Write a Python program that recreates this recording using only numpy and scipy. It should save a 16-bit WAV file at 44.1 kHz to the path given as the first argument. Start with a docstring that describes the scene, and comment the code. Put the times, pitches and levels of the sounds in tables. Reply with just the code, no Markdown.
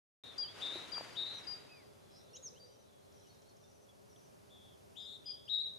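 """At the edge of a pond, small songbirds sing. One, close on the left, alternates a thin whistle with
a buzzy slur, a syrinx tone that throbs rapidly; others chip, slur and twitter further off, with low
hoots beyond. Reeds and the far bank scatter the song over a quiet outdoor hush, and early on a gust
rustles past with a few soft bumps at the microphone."""
import sys
import numpy as np
from scipy import signal
from scipy.fft import rfft, irfft
from scipy.io import wavfile
from scipy.ndimage import uniform_filter1d

SR = 44100
rng = np.random.default_rng(int(sys.argv[2]) if len(sys.argv) > 2 else 0)


def transcribe(signal):
    """Save signal, clipped to [-1, 1], as a 16-bit WAV file at the path in sys.argv[1]."""
    frames = np.atleast_2d(signal).T
    limited = np.clip(frames, -1, 1)
    pcm = np.round(limited * 32767).astype(np.int16)
    wavfile.write(sys.argv[1], SR, pcm)


N = 254898
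T = np.arange(N) / SR
FREQ = np.maximum(np.arange(N // 2 + 1) * SR / N, 1)


def undb(db):
    """Decibels to gain."""
    return 10 ** (np.asarray(db) / 20)


def unit(x):
    """Scale to rms 1."""
    return x / np.sqrt(np.mean(x ** 2))


def wander(rate_hz):
    """Smooth random wandering with rms 1."""
    return unit(irfft(rfft(rng.standard_normal(N)) / (1 + (FREQ / rate_hz) ** 4), N))


def colour(points):
    """Gain per frequency from (frequency [Hz], level [dB]) points."""
    hz, db = np.transpose(points)
    return undb(np.interp(np.log(FREQ), np.log(hz), db))


def noise(gain, side):
    """Stereo noise with a given spectrum and side share; the middle has rms 1."""
    mid, wide = rfft(rng.standard_normal((2, N))) * gain
    mid, wide = irfft(mid, N), irfft(wide * side, N)
    return np.array([mid + wide, mid - wide]) / np.std(mid)


def place(x, pan_db):
    """A source on the left reaches the right microphone weaker."""
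    return np.array([x, x * undb(-pan_db)])


def scatter(x, t60_s, build_s, late_s=0):
    """Echoes off many stems and twigs, different at each microphone."""
    t = np.maximum(T[:SR] - late_s, 0)
    twigs = rng.standard_normal((2, SR)) ** 3
    response = twigs * np.exp(-np.log(1000) * t / t60_s) * (1 - np.exp(-(t / build_s) ** 2))
    response /= np.sqrt(np.sum(response ** 2, axis=1, keepdims=True))
    return signal.fftconvolve(x[None], response, axes=1)[:, :N]


def syrinx(contour, octave_db=-40, throb_hz=0, swing_hz=0, pulsing=0, unsteady=.002, edge_s=0.00065):
    """A bird's tone along (time [s], pitch [Hz], level [dB]); an uneven throb swings pitch and level."""
    s, hz, db = np.transpose(contour)
    s = np.sort(s)
    on = (T >= s[0]) & (T <= s[-1])
    t = T[on]
    jitter = uniform_filter1d(rng.standard_normal((2, SR // 2)), size=130)
    drift, waver = (unit(row)[:len(t)] for row in jitter)
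    throb = 2 * np.pi * np.cumsum(throb_hz * (1 + .13 * drift)) / SR
    pitch = np.interp(t, s, hz) * (1 + unsteady * waver) + swing_hz * np.sin(throb)
    phase = 2 * np.pi * np.cumsum(pitch) / SR
    edges = np.clip(np.minimum(t - s[0], s[-1] - t) / edge_s, 0, 1)
    pulse = 1 + pulsing * np.sin(throb + .5)  # loudest near the top of each swing
    envelope = undb(np.interp(t, s, db)) * edges * pulse
    out = np.zeros(N)
    out[on] = np.sqrt(2) * envelope * (np.sin(phase) + undb(octave_db) * np.sin(2 * phase))
    return out


def hush(air_db=-67):
    """The steady, wide air of the place, with a faint, wavering drone far off."""
    # spectrum of the air: (frequency [Hz], relative density [dB])
    spectrum = [(30, -23.5), (87, 2), (250, -4.5), (330, -7.5), (404, -1), (450, -11), (570, -5),
                (860, -11.5), (1830, -20), (3500, -20), (5900, -19), (8200, -24), (10000, -21),
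                (15000, -31.5)]
    # its stereo width: (frequency [Hz], side minus mid [dB])
    stereo_width = [(60, -7), (200, 6), (700, 5.5), (1400, 5.5), (3000, -1), (6000, -7), (15000, -1.5)]
    # bands of the drone: (centre [Hz], width [Hz], level [dB])
    bands = [(101.5, 43, -80.5), (418, 33, -77), (567, 120, -78.5)]
    side = colour(stereo_width)
    air = noise(colour(spectrum), side) * undb(air_db + .7 * wander(1.03))
    drone = sum(undb(db + 1.2 * wander(2.6)) * noise(1 / (1 + (2 * (FREQ - hz) / width) ** 2), side)
                for hz, width, db in bands)
    return air + drone


def flock(count=170):
    """Many short glides from so far off that only their echoes reach the microphones."""
    # rise and fall of the chatter: (time [s], relative level [dB])
    chatter = [(0, -50), (1.9, -74), (2.2, -64.5), (2.9, -71), (3.4, -69.5), (4.3, -108), (5.7, -88.5)]
    chance = rng.random((count, 3))
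    starts = (np.arange(count) + chance[:, 0]) / count * (T[-1] - .1)
    glides_hz = 2950 + 1550 * chance[:, 1:]
    song = sum(syrinx([(s, first, 0), (s + 0.0264, last, -3)], edge_s=0.014)
               for s, (first, last) in zip(starts, glides_hz))
    echoes = unit(scatter(song, t60_s=0.62, build_s=0.016))
    return echoes * undb(np.interp(T, *np.transpose(chatter)) - 7.5)


def hoots(hz=504, width_hz=88, attack_s=0.068, release_s=0.08):
    """Brief low calls, smeared by distance into a narrow, rough band."""
    # far hoots: (peak time [s], level [dB])
    calls = [(2.37, -67.5), (2.53, -75), (2.64, -65.5)]
    band = noise(1 / (1 + (2 * (FREQ - hz) / width_hz) ** 4), side=0.52)
    swells = sum(undb(db) * np.exp(-np.maximum((s - T) / attack_s, (T - s) / release_s))
                 for s, db in calls)
    return band * swells


def gust(dying_db_per_s=9):
    """Wind rustles past, brighter when strong; its low and high parts flutter separately."""
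    # strength of the gust: (time [s], relative level [dB])
    strength = [(.24, -62.5), (.54, -60.5), (.61, -54), (.77, -54), (.87, -57), (1, -54.5), (1.19, -58),
                (1.48, -58), (1.9, -71)]
    # spectrum of its rustle: (frequency [Hz], relative density [dB])
    rustle = [(30, -28), (55, -22), (110, -0.5), (220, -5.5), (380, 0), (700, -3.5), (1300, -4.5),
              (2100, -6.5), (3200, -8.5), (5000, -15), (6800, -17.5), (8200, -23), (10000, -22.5),
              (15000, -42)]
    s, strength_db = np.transpose(strength)
    db = np.interp(T, s, strength_db) - dying_db_per_s * np.maximum(T - s[-1], 0)
    bright_db = 2.5 + 0.4 * (db - db.max())
    air = noise(colour(rustle), side=undb(-3.5))
    low = irfft(rfft(air) / (1 + (FREQ / 1400) ** 4), N)
    hiss = (air - low) * undb(bright_db + wander(27)) * undb([[1.5], [-1.5]])  # leans to the left
    body = low * undb(0.7 * wander(41)) * undb([[.8], [-.8]])
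    return (body + hiss) * undb(db)


def bumps():
    """Dull, quickly damped knocks at the microphone, with a little scuff in them."""
    # soft bumps: (time [s], pitch [Hz], time scale [s], relative level [dB])
    knocks = [(0.624, 327, .005, -66), (0.754, 357, 0.0049, -39), (0.932, 342, 0.0017, -42),
              (.969, 1320, 0.0025, -45), (0.98, 1020, 0.0011, -39), (1.009, 713, 0.002, -38),
              (1.047, 1480, 0.0017, -42.5)]
    out = np.zeros(N)
    for s, hz, scale_s, db in knocks:
        age = np.maximum(T - s, 0)
        scuff = noise(1 / (1 + (FREQ / hz - hz / FREQ) ** 2), side=0)[0]
        swell = age / scale_s * np.exp(1 - age / (0.68 * scale_s))
        out += undb(db) * swell * (np.sin(2 * np.pi * hz * age) + 0.76 * scuff)
    return place(out, pan_db=2.5)


def hook(s, hz, db, length_s=.048, drop_share=.11):
    """A note that starts level and curls down ever faster."""
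    u = np.linspace(0, 1, 12)
    pitch = hz * (1 - drop_share * u ** 3)
    arch_db = db + 0.5 - 5 * (2 * u - 1) ** 2
    return syrinx(np.transpose([s + length_s * u, pitch, arch_db]), unsteady=0.0088)


def hook_run(first_s, last_s, db, spacing_s=.069, first_hz=5890, step_hz=85):
    """Evenly spaced hooked notes, each a little higher than the one before."""
    starts = np.linspace(first_s, last_s, round((last_s - first_s) / spacing_s) + 1)
    return sum(hook(s, first_hz + step_hz * k, db) for k, s in enumerate(starts))


def rattle(first_s=3.123, last_s=3.715, count=9):
    """A far bird's dry rattle, loudest in the middle: downward sweeps so quick that they click."""
    times = np.linspace(first_s, last_s, count)
    levels_db = -67.5 - np.linspace(-1, 1, count) ** 2
    return sum(syrinx([(s - .003, 7600, db - 14), (s, 6660, db - 5.6), (s + .002, 5900, db),
                       (s + .008, 5000, db - 4)], unsteady=0.025) for s, db in zip(times, levels_db))


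def buzz(s, length, hz, climb_hz, db, fade_db, swell_s, scoop_s=0.02):
    """Contour of a buzz: it scoops up, swells, glides as it fades, eases once and droops at the end."""
    u = np.linspace(0, 1, 120)
    age = u * length
    scoop = np.maximum(1 - age / scoop_s, 0)
    ease = np.exp(-((u - 0.419) / 0.0655) ** 2)  # between two pushes
    droop = np.exp((u - 1) / 0.0803)
    pitch_hz = hz + climb_hz * u - 951 * scoop - 92.4 * ease - 227 * droop
    push_db = db - np.interp(age, [0, swell_s, length], [9, 0, fade_db])
    level_db = push_db - 13 * np.sqrt(scoop) - 3.5 * ease - 6 * droop
    return np.transpose([s + age, pitch_hz, level_db])


def far_birds():
    """Answering buzzes, twitters and a rattle, far off to the left and blurred by the thicket."""
    # answering buzzes: (start [s], length [s], pitch [Hz], climb [Hz], level [dB], fade [dB], swell [s])
    replies = [(4.483, .27, 3448, -66, -62.5, 7, 0.05), (5.238, 0.25, 3254, 120.5, -56, 12.5, 0.045)]
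    # runs of hooked notes: (first note [s], last note [s], relative level [dB])
    runs = [(2.643, 2.787, -74), (3.141, 3.272, -74), (3.6, 3.805, -75.5), (4.093, 4.225, -73)]
    answers = sum(syrinx(buzz(*row), throb_hz=202.4, swing_hz=139, pulsing=0.43, unsteady=0.013)
                  for row in replies)
    twitter = sum(hook_run(*row) for row in runs) + rattle()
    thicket = undb(-6.5) * scatter(answers, t60_s=0.42, build_s=0.01)
    thicket += undb(-3.5) * scatter(twitter, t60_s=0.25, build_s=0.0033)
    return place(answers, pan_db=4) + place(undb(0.5) * twitter, pan_db=3) + thicket


def slur(s, length, first_hz, last_hz, bow_hz, db, peak_share, edge_db=13.5):
    """Contour of one bowed glide that swells to a peak and fades."""
    u = np.linspace(0, 1, 40)
    pitch = first_hz + (last_hz - first_hz) * u + bow_hz * (1 - (2 * u - 1) ** 2)
    off_peak = np.interp(u, [0, peak_share, 1], [1, 0, 1])
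    return np.transpose([s + length * u, pitch, db - edge_db * off_peak ** 1.28])


def birds_ahead():
    """Slurs, a chip and a wheeze from straight ahead of the microphones, with echoes off the thicket."""
    # clear slurs: (start [s], length [s], first pitch [Hz], last pitch [Hz], bow [Hz],
    # relative level [dB], loudest point [share of length])
    slurs = [ (0.38, 0.0054, 8400, 4430, 0, -50.5, 0.63), (0.409, 0.051, 3530, 2990, 2, -50, 0.74),
             (0.459, 0.065, 2950, 3500, 70, -52, 0.42), (0.935, 0.022, 3720, 2910, 166, -50, .5),
             (1.333, 0.079, 5700, 5270, 476, -60, .7), (1.423, 0.034, 4030, 4600, 650, -60, .45),
             (1.681, 0.16, 2560, 1900, 232.5, -62.5, 0.2), (2.426, 0.068, 6770, 4750, 420, -45.5, .58),
             (2.363, 0.03, 3820, 3570, 190, -57, 0.26), (2.54, .05, 2500, 3340, -10, -65.5, .85),
             (3.203, 0.08, 3860, 2890, -200, -76, 0.89), (3.285, 0.056, 4350, 4360, 16, -68, 0.46),
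             (3.457, 0.073, 4320, 4290, 78, -72, .55), (3.631, 0.053, 3600, 3580, 22, -71, 0.23),
             (3.885, 0.033, 3320, 3260, 106, -65, 0.36), (4.16, 0.0058, 2980, 3800, -2, -61, 0.44),
             (5.28, 0.034, 2450, 2430, 3, -69, .5)]
    # a two-part chip, its octave stronger than its fundamental; columns as for the slurs
    chip = [(2.332, .033, 2885, 3560, -380, -52.5, 0.92), (2.364, 0.0149, 2355, 3340, 430, -51, 0.26)]
    # a slow, high wheeze; columns as for the slurs
    wheezes = [(2.101, .15, 5130, 5650, -200, -64.5, 0.48)]
    song = sum(syrinx(slur(*row), octave_db=-41, unsteady=0.0065) for row in slurs)
    song += undb(-10) * sum(syrinx(slur(*row), octave_db=11.5, edge_s=0.00052) for row in chip)
    wheeze = sum(syrinx(slur(*row), throb_hz=108.8, swing_hz=302, pulsing=0.36, unsteady=0.036)
                 for row in wheezes)
    thicket = undb(-11) * scatter(wheeze, t60_s=0.15, build_s=0.0039)
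    thicket += undb(-10.5) * scatter(song, t60_s=0.41, build_s=0.0027)
    return place(undb(-0.1) * song + wheeze, pan_db=0.5) + thicket


def near_whistles():
    """The close bird's pure notes start abruptly and mostly sag; the far shore returns them late."""
    # thin whistles: (start [s], length [s], pitch [Hz], fall [Hz], level [dB], level change [dB],
    # left minus right [dB])
    whistles = [ (0.378, 0.072, 4820, 82, -35.5, 0, 7), (0.917, 0.0767, 4790, 93.5, -38.5, 1, 14.5),
                (1.467, 0.092, 4838, 59.5, -40.5, -3, 8.5), (2.595, 0.067, 4690, -46, -63, 1, 0.5),
                (2.65, 0.11, 4730, -4.5, -67.5, -11, 0), (4.995, 0.072, 4960, -51, -70.5, 8, 1),
                (5.256, 0.062, 4956, 86.5, -45, 7, 9.5), (5.309, 0.051, 4880, 42, -47, -2.5, 5)]
    song = np.zeros((2, N))
    for s, length, hz, fall_hz, db, change_db, pan_db in whistles:
        contour = [(s, hz, db), (s + length, hz - fall_hz, db + change_db)]
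        song += place(syrinx(contour, unsteady=0.0052, edge_s=0.0076), pan_db)
    reeds = undb(-10.5) * scatter(song[0], t60_s=0.36, build_s=0.0052)
    shore = undb(-21) * scatter(song[0], t60_s=0.76, build_s=0.012, late_s=0.161)
    return song + reeds + shore


def near_buzzes():
    """The bird close on the left rises quickly into a rapidly throbbing note."""
    # buzzy slurs: (start [s], length [s], pitch [Hz], climb [Hz], level [dB], fade [dB], swell [s],
    # throb rate [Hz], pitch swing [Hz], pulsing [0-1], octave [dB], left minus right [dB])
    buzzes = [ (0.205, 0.12, 3800, -140, -51.5, 0.5, 0.033, 239, 170, 0.1, -41, 10),
              (.601, .25, 3555, 361.5, -36.5, 14, 0.032, 209, 150, 0.37, -38, 8),
              (1.15, .24, 3669, 289.5, -35.5, 10.5, 0.04, 220.5, 143, 0.3, -48, 11),
              (4.951, 0.22, 3443, 271, -46, 3, 0.021, 220, 210, 0.4, -23.5, 14.5),
              (5.478, 0.23, 3780, 110.5, -29.5, 12, 0.062, 192.5, 81.5, 0, -42, 16)]
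    song = np.zeros((2, N))
    for *shape, throb_hz, swing_hz, pulsing, octave_db, pan_db in buzzes:
        tone = syrinx(buzz(*shape), octave_db, throb_hz, swing_hz, pulsing, unsteady=0.01, edge_s=0.0017)
        song += place(tone, pan_db)
    # reeds around the perch send one echo to both microphones, the bank answers from all round
    reeds = place(undb(-8.5) * scatter(song[0], t60_s=0.19, build_s=0.0032)[0], pan_db=0)
    bank = undb(-13.5) * scatter(song[0], t60_s=0.97, build_s=0.013)
    return song + reeds + bank


def scene():
    """The pond from its edge: birds near and far over wind and hush."""
    birds = near_buzzes() + near_whistles() + birds_ahead() + far_birds() + hoots() + flock()
    return birds + gust() + bumps() + hush()


def record(dry, start_s=.237, top_hz=15100):
    """The sound starts after a moment of silence; the top is cut steeply."""
    lowpass = signal.ellip(10, .2, 70, top_hz, fs=SR, output="sos")
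    return signal.sosfilt(lowpass, dry * (T >= start_s))


dry = scene()
out = record(dry)
transcribe(out)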